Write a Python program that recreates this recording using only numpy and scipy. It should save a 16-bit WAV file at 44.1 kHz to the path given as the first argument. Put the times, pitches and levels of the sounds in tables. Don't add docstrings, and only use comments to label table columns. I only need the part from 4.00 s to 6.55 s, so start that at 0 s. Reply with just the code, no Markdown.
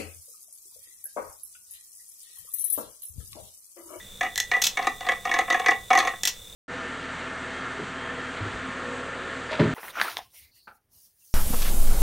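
import sys
import numpy as np
from scipy import signal
from scipy.fft import rfft, irfft
from scipy.io import wavfile
from scipy.ndimage import uniform_filter1d

SR = 44100
rng = np.random.default_rng(int(sys.argv[2]) if len(sys.argv) > 2 else 0)


def waveform_to_disk(signal):
    frames = np.transpose(np.atleast_2d(signal))
    scaled = np.clip(frames, -1, 1) * 32767
    samples = np.round(scaled).astype(np.int16)
    wavfile.write(sys.argv[1], SR, samples)


def voltage_ratio(level):
    return 10 ** (np.asarray(level, float) / 20)


N = 112455


def evened(x):
    return x / np.sqrt(np.mean(x ** 2) + 1e-20)


def read(points, hz):
    f, value = np.transpose(points)
    return np.interp(np.log(hz + 1), np.log(f + 1), value)


def curve(points):
    return np.interp(np.arange(N) / SR, *np.transpose(points))


def add(mix, s, sound):
    at = round(s * SR)
    part = mix[max(at, 0):][:len(sound) + min(at, 0)]
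    part += sound[max(-at, 0):][:len(part)]


def colour(x, points):
    hz = abs(np.fft.fftfreq(2048, 1 / SR))
    log_gain = np.log(voltage_ratio(np.maximum(read(points, hz), -70)))
    response = np.fft.ifft(np.exp(np.conj(signal.hilbert(log_gain)))).real[:1024]
    return signal.oaconvolve(x, response)[:len(x)]


def resonate(x, hz, width):
    r = np.exp(-np.pi * width / SR)
    return 2 * signal.lfilter([1 - r], [1, -r * np.exp(2j * np.pi * hz / SR)], x).real


def clicks(size, per_s, spread_db):
    strength = voltage_ratio(spread_db * np.minimum(rng.exponential(1, size), 4))
    sign = rng.choice([-1, 1], size)
    return strength * sign * (rng.random(size) < per_s / SR)


# pitch_hz [Hz], relative density_db [dB per Hz]
AIR_SPECTRUM = [(20, 3.5), (60, -0.5), (110, -0.5), (170, -11), (1000, -15.5), (2500, -16), (4600, -21),
                (8000, -12), (11000, -21.5), (16000, -18.5)]
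# pitch_hz [Hz], correlation [0 to 1]
AIR_LIKENESS = [(30, 1), (120, 0.6), (500, 0.057), (4000, 0.4), (9000, 0.68), (12000, 1)]


def air():
    level_db = -47.5
    hz = np.fft.rfftfreq(N, 1 / SR)
    shared, other = rfft(rng.standard_normal((2, N)))
    same = read(AIR_LIKENESS, hz)
    right = same * shared + np.sqrt(1 - same ** 2) * other
    noise = irfft(np.array([shared, right]) * voltage_ratio(read(AIR_SPECTRUM, hz)), N)
    return voltage_ratio(level_db) * evened(noise)


# pitch_hz [Hz], t60_s [s]
ROOM_DECAY = [(300, 0.26), (2000, 0.21), (6000, 0.18), (14000, 0.13)]


def room(x):
    alike = 0.867
    slots = np.arange(130, SR // 2 - 20, 20)
    at = slots + rng.integers(0, 20, (3, len(slots)))
    taps = np.zeros((3, SR // 2))
    np.put_along_axis(taps, at, rng.choice([-1., 1.], at.shape), 1)
    stereo = alike * taps[0] + np.sqrt(1 - alike ** 2) * taps[1:]
    hz, t, z = signal.stft(stereo, SR, nperseg=128)
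    decay = voltage_ratio(-60 * t / read(ROOM_DECAY, hz)[:, None])
    tail = signal.istft(z * decay, SR, nperseg=128)[1]
    return signal.fftconvolve(x[None], tail / np.linalg.norm(tail[0]), axes=1)[:, :N]


# time_s [s], speed [turns per second]
SHAFT_SPEED = [(0, 56.4), (1.2, 44.5), (2.55, 37)]


def turning():
    return 2 * np.pi * np.cumsum(curve(SHAFT_SPEED)) / SR


# pitch_hz [Hz], nominal width_hz [Hz], level_db [dB]
SHELL_MODES = [(3634, 197, -3.5), (5960, 320, -13), (8700, 1600, -10), (11740, 520, -19.5),
               (194.2, 5.3, -11.5), (494, 69, -11)]


def motor():
    level_db, throb, brush_sharpness = -50, 0.35, 0.9
    sing_hz, sing_wander_hz, sing_db = 3530, 14, -2
    turn = turning()
    brush = rng.standard_normal(N) * np.exp(brush_sharpness * np.cos(3 * turn))
    whine = np.zeros(N)
    for hz, width, db in SHELL_MODES:
        once = resonate(brush, hz, width * 2.1)
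        whine += voltage_ratio(db) * evened(resonate(once, hz, width * 2.1))
    wander = evened(uniform_filter1d(rng.standard_normal(N), 700))
    phase = 2 * np.pi * np.cumsum(sing_hz + sing_wander_hz * wander) / SR
    sing = voltage_ratio(sing_db) * np.sqrt(2) * np.sin(phase)
    return voltage_ratio(level_db) * (whine + sing) * (1 + throb * np.cos(turn + 1.35))


JAR_PITCHES = [240, 330, 430, 520, 703, 770, 1079, 1251, 1472, 1706, 1845, 1917, 1965, 2022, 2234, 2450,
               2620, 2840, 3350, 3600]
JAR_LEVELS = [-28, -23, -20.5, -15.5, -6, -6, -10.5, -8.5, -19, -10, -6.5, -12.5, -15.5, -15, -9.5, -15,
              -17, -16, -11.5, -14.5]
JAR_DECAYS = [.06, .045, .045, .05, .065, .055, .05, .04, .04, .03, .05, .075, .27, .09, .045, .035, .03,
              .035, .02, .02]


def ring(low_db, spot):
    glass_low_hz, glass_high_hz, clear_hz = 1600, 2150, 1965
    upper_share = 0.53
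    spot_db, spot_detune = 2.5, 0.007
    swing_in_cycles = 0.08
    hz, db, t60 = np.array([JAR_PITCHES, JAR_LEVELS, JAR_DECAYS])[:, :, None]
    t = np.arange(SR // 3) / SR
    sign = (-1.) ** np.arange(len(hz))[:, None]
    board_db = low_db * ((hz < glass_low_hz) + upper_share * (hz > glass_high_hz))
    level = db + board_db + spot_db * spot[0] - 60 * t / t60
    swing_in = 1 - np.exp(-t * hz / swing_in_cycles)
    pitch = hz * (1 + spot_detune * spot[1] * (hz != clear_hz))
    return (sign * voltage_ratio(level) * swing_in * np.sin(2 * np.pi * pitch * t)).sum(0)


# start_s [s], strength_db [dB], skid_s [s, fall to 1/e], jar_ring_db [dB]
RIM_SLAPS = [(0.358, -17.5, 0.0022, -24.5), (0.3774, -14, 0.0047, -16), (0.4014, -13, 0.0041, -18.5),
             (0.6182, -11.5, 0.003, -26), (0.621, -10.5, 0.0044, -35), (0.6388, -9.5, 0.011, -43),
             (0.655, -19.5, 0.0063, -41), (0.6676, -9.5, 0.0085, -50), (2.234, -12, 0.0033, -24),
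             (2.253, -10, 0.0056, -19.5), (2.2738, -12, 0.0028, -40), (2.275, -16, 0.015, -44),
             (2.298, -28, 0.0037, -52)]
# pitch_hz [Hz], gain_db [dB]
RIM_TONE = [(400, -25), (730, -7.5), (1400, -9), (1900, -6.5), (3020, 0), (4090, -2), (4660, 3), (6330, 8),
            (9920, -10), (12000, -17), (16000, -6)]
# pitch_hz [Hz], width_hz [Hz], relative level_db [dB]
RIM_MODES = [(2650, 78, -1.5), (3485, 390, 0), (4065, 130, 2.5), (5700, 670, -6), (11460, 340, -7)]


def slaps():
    crack, skid_db, skid_per_s, skid_spread_db = 0.72, -8.5, 6000, 3
    force, jar, t = np.zeros(N), np.zeros(N), np.arange(1500) / SR
    for s, db, skid_s, ring_db in RIM_SLAPS:
        grains = evened(clicks(len(t), skid_per_s, skid_spread_db))
        slap = voltage_ratio(skid_db) * grains * np.exp(-(t / skid_s) ** 1.56)
        slap[:2] += crack
        add(force, s, voltage_ratio(db) * slap)
        add(jar, s, voltage_ratio(ring_db) * ring(-21, np.zeros(2)))
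    rings = sum(voltage_ratio(db) * resonate(force, hz, width) for hz, width, db in RIM_MODES)
    return jar + colour(force, RIM_TONE) + 3.05 * rings


TICK_T60_S = 0.028
# [dB, before the throb]
DRAG_LEVEL = [(.2, -97), (.22, -25), (.29, -67), (.51, -77), (.53, -29.5), (.61, -58), (.765, -54),
              (.78, -24.5), (.88, -43.5), (.94, -65), (1.0, -57), (1.01, -40.5), (1.12, -31), (1.19, -67),
              (1.245, -56), (1.26, -30.5), (1.42, -30.5), (1.47, -66), (1.51, -30), (1.64, -36),
              (1.73, -26.5), (1.76, -80), (1.895, -80), (1.91, -22), (2.0, -33), (2.1, -35.5), (2.18, -71)]
# pitch_hz [Hz], gain_db [dB]
TICK_TONE = [(1500, -73), (3500, 10.5), (5000, -3), (6200, 7), (7500, -4), (15500, -21.5)]


def drag():
    taps_per_s, spread_db = 160, 3
    low_db, tick_db, throb = 5.5, -18, 1
    press = voltage_ratio(curve(DRAG_LEVEL)) * (1 + throb * np.cos(turning() + 1.73))
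    t = np.arange(900) / SR
    spots = rng.standard_normal((5, 2, len(JAR_PITCHES), 1))
    out = np.zeros(N)
    for spot in spots:
        body = ring(low_db, spot)[:SR // 5]
        fizz = rng.standard_normal(len(t)) * voltage_ratio(tick_db - 60 * t / TICK_T60_S)
        body[:len(t)] += colour(fizz, TICK_TONE)
        taps = evened(clicks(N, taps_per_s, spread_db)) * press
        out += signal.oaconvolve(taps, body / np.linalg.norm(body))[:N]
    return out / np.sqrt(len(spots))


# [dB, bright tick against the knock]
DISC_KNOCKS = [(0.2088, -2, -10.5, -24.5), (0.231, -10, -5, -18), (0.248, -14.5, -3, -25),
               (0.263, -15.5, -4, -24), (0.514, -4, -7.5, -18), (0.536, -3, -19, -28),
               (0.549, -19, -27, -30), (0.564, -20, 6, -14.5), (0.582, -16.5, -7, -24),
               (0.771, -9.5, -3, -14), (0.825, -19.5, -7, -9), (0.844, -19, 4, -15), (0.869, -7, 2, -9),
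               (1.006, -22, 3, -11), (1.065, -17, 1.5, -13.5), (1.087, -1, -5.5, -19),
               (1.118, -12.5, 3.5, -13), (1.252, -13.5, 1, -15), (1.313, -3, -12, -19.5),
               (1.339, -6.5, -7.5, -12), (1.364, -15, 1, -28), (1.387, -2.5, -4, -14.5),
               (1.48, -20, 6, -27), (1.501, -4.5, 0.5, -12.5), (1.525, -9, -1.5, -14),
               (1.543, -5.5, -3.5, -21.5), (1.559, -12, -18, -23), (1.596, -16.5, 5.5, -9.5),
               (1.66, -0.5, -5.5, -16), (1.683, 0, -3, -17.5), (1.707, -14, -41, -8),
               (1.9032, -10, 4, -10.5), (1.93, -7.5, 2, -11), (1.951, -5.5, 1, -11), (1.974, -4.5, 3, -13),
               (1.987, -8, -6, -4), (2, -6, 1, -12.5), (2.025, -21.5, 5, -14), (2.049, -14, 2, -14),
               (2.072, -5.5, -0.5, -16), (2.089, -23, 3, -10), (2.135, -24.5, 4, -38)]
BOUNCE_DELAYS = [0.002065, .0043]
BOUNCE_LEVELS = [-5, -5]


def knocks():
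    push_s, bounce_scatter = 0.00007, 0.3
    tick_rise_s, tick_spot_db = 0.0012, 2.5
    out, ticks, t = np.zeros(N), np.zeros(N), np.arange(2000) / SR
    tick_shape = voltage_ratio(-60 * t / TICK_T60_S) * (1 - np.exp(-t / tick_rise_s))
    pushes_db = [0, *BOUNCE_LEVELS]
    for s, db, low_db, tick_db in DISC_KNOCKS:
        scatter = 1 + bounce_scatter * rng.uniform(-1.13, 1, 3)
        delays = np.array([0, *BOUNCE_DELAYS]) * scatter
        force = np.zeros(400)
        for delay, push_db in zip(delays, pushes_db):
            force += voltage_ratio(push_db) * np.exp(-((t[:400] - delay - 0.0004) / push_s) ** 2)
        spot = rng.standard_normal((2, len(JAR_PITCHES), 1))
        add(out, s, voltage_ratio(db) * signal.oaconvolve(ring(low_db, spot), force / np.sum(force)))
        tint = np.array(TICK_TONE) + [0, tick_spot_db] * rng.standard_normal((len(TICK_TONE), 1))
        tick = colour(rng.standard_normal(len(t)) * tick_shape, tint)
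        add(ticks, s, voltage_ratio(db + tick_db) * tick)
    add(out, -0.002, voltage_ratio(-35.5) * ring(-28, rng.standard_normal((2, len(JAR_PITCHES), 1))))
    return out + ticks


# pitch_hz [Hz], width_hz [Hz]
BOARD_DIPS = [(610, 180), (1410, 94)]


def board(x):
    for hz, width in BOARD_DIPS:
        x = signal.lfilter(*signal.iirnotch(hz, hz / width, SR), x)
    return x


def scene():
    radiates_above_hz, room_db = 179, -7.5
    contacts = board(knocks() + drag()) + slaps()
    high_pass = signal.butter(4, radiates_above_hz, "high", fs=SR, output="sos")
    near = signal.sosfilt(high_pass, contacts)
    return near + voltage_ratio(room_db) * room(near) + motor() + air()


def band_limit(x):
    return signal.sosfilt(signal.butter(12, 16960, fs=SR, output="sos"), x)


def record(dry):
    edge_hz = 15900
    low_pass = signal.firwin(511, edge_hz, window=("kaiser", 9), fs=SR)
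    mix = signal.oaconvolve(dry, low_pass[None], "same")
    return band_limit(mix)


dry = scene()
out = record(dry)
waveform_to_disk(out)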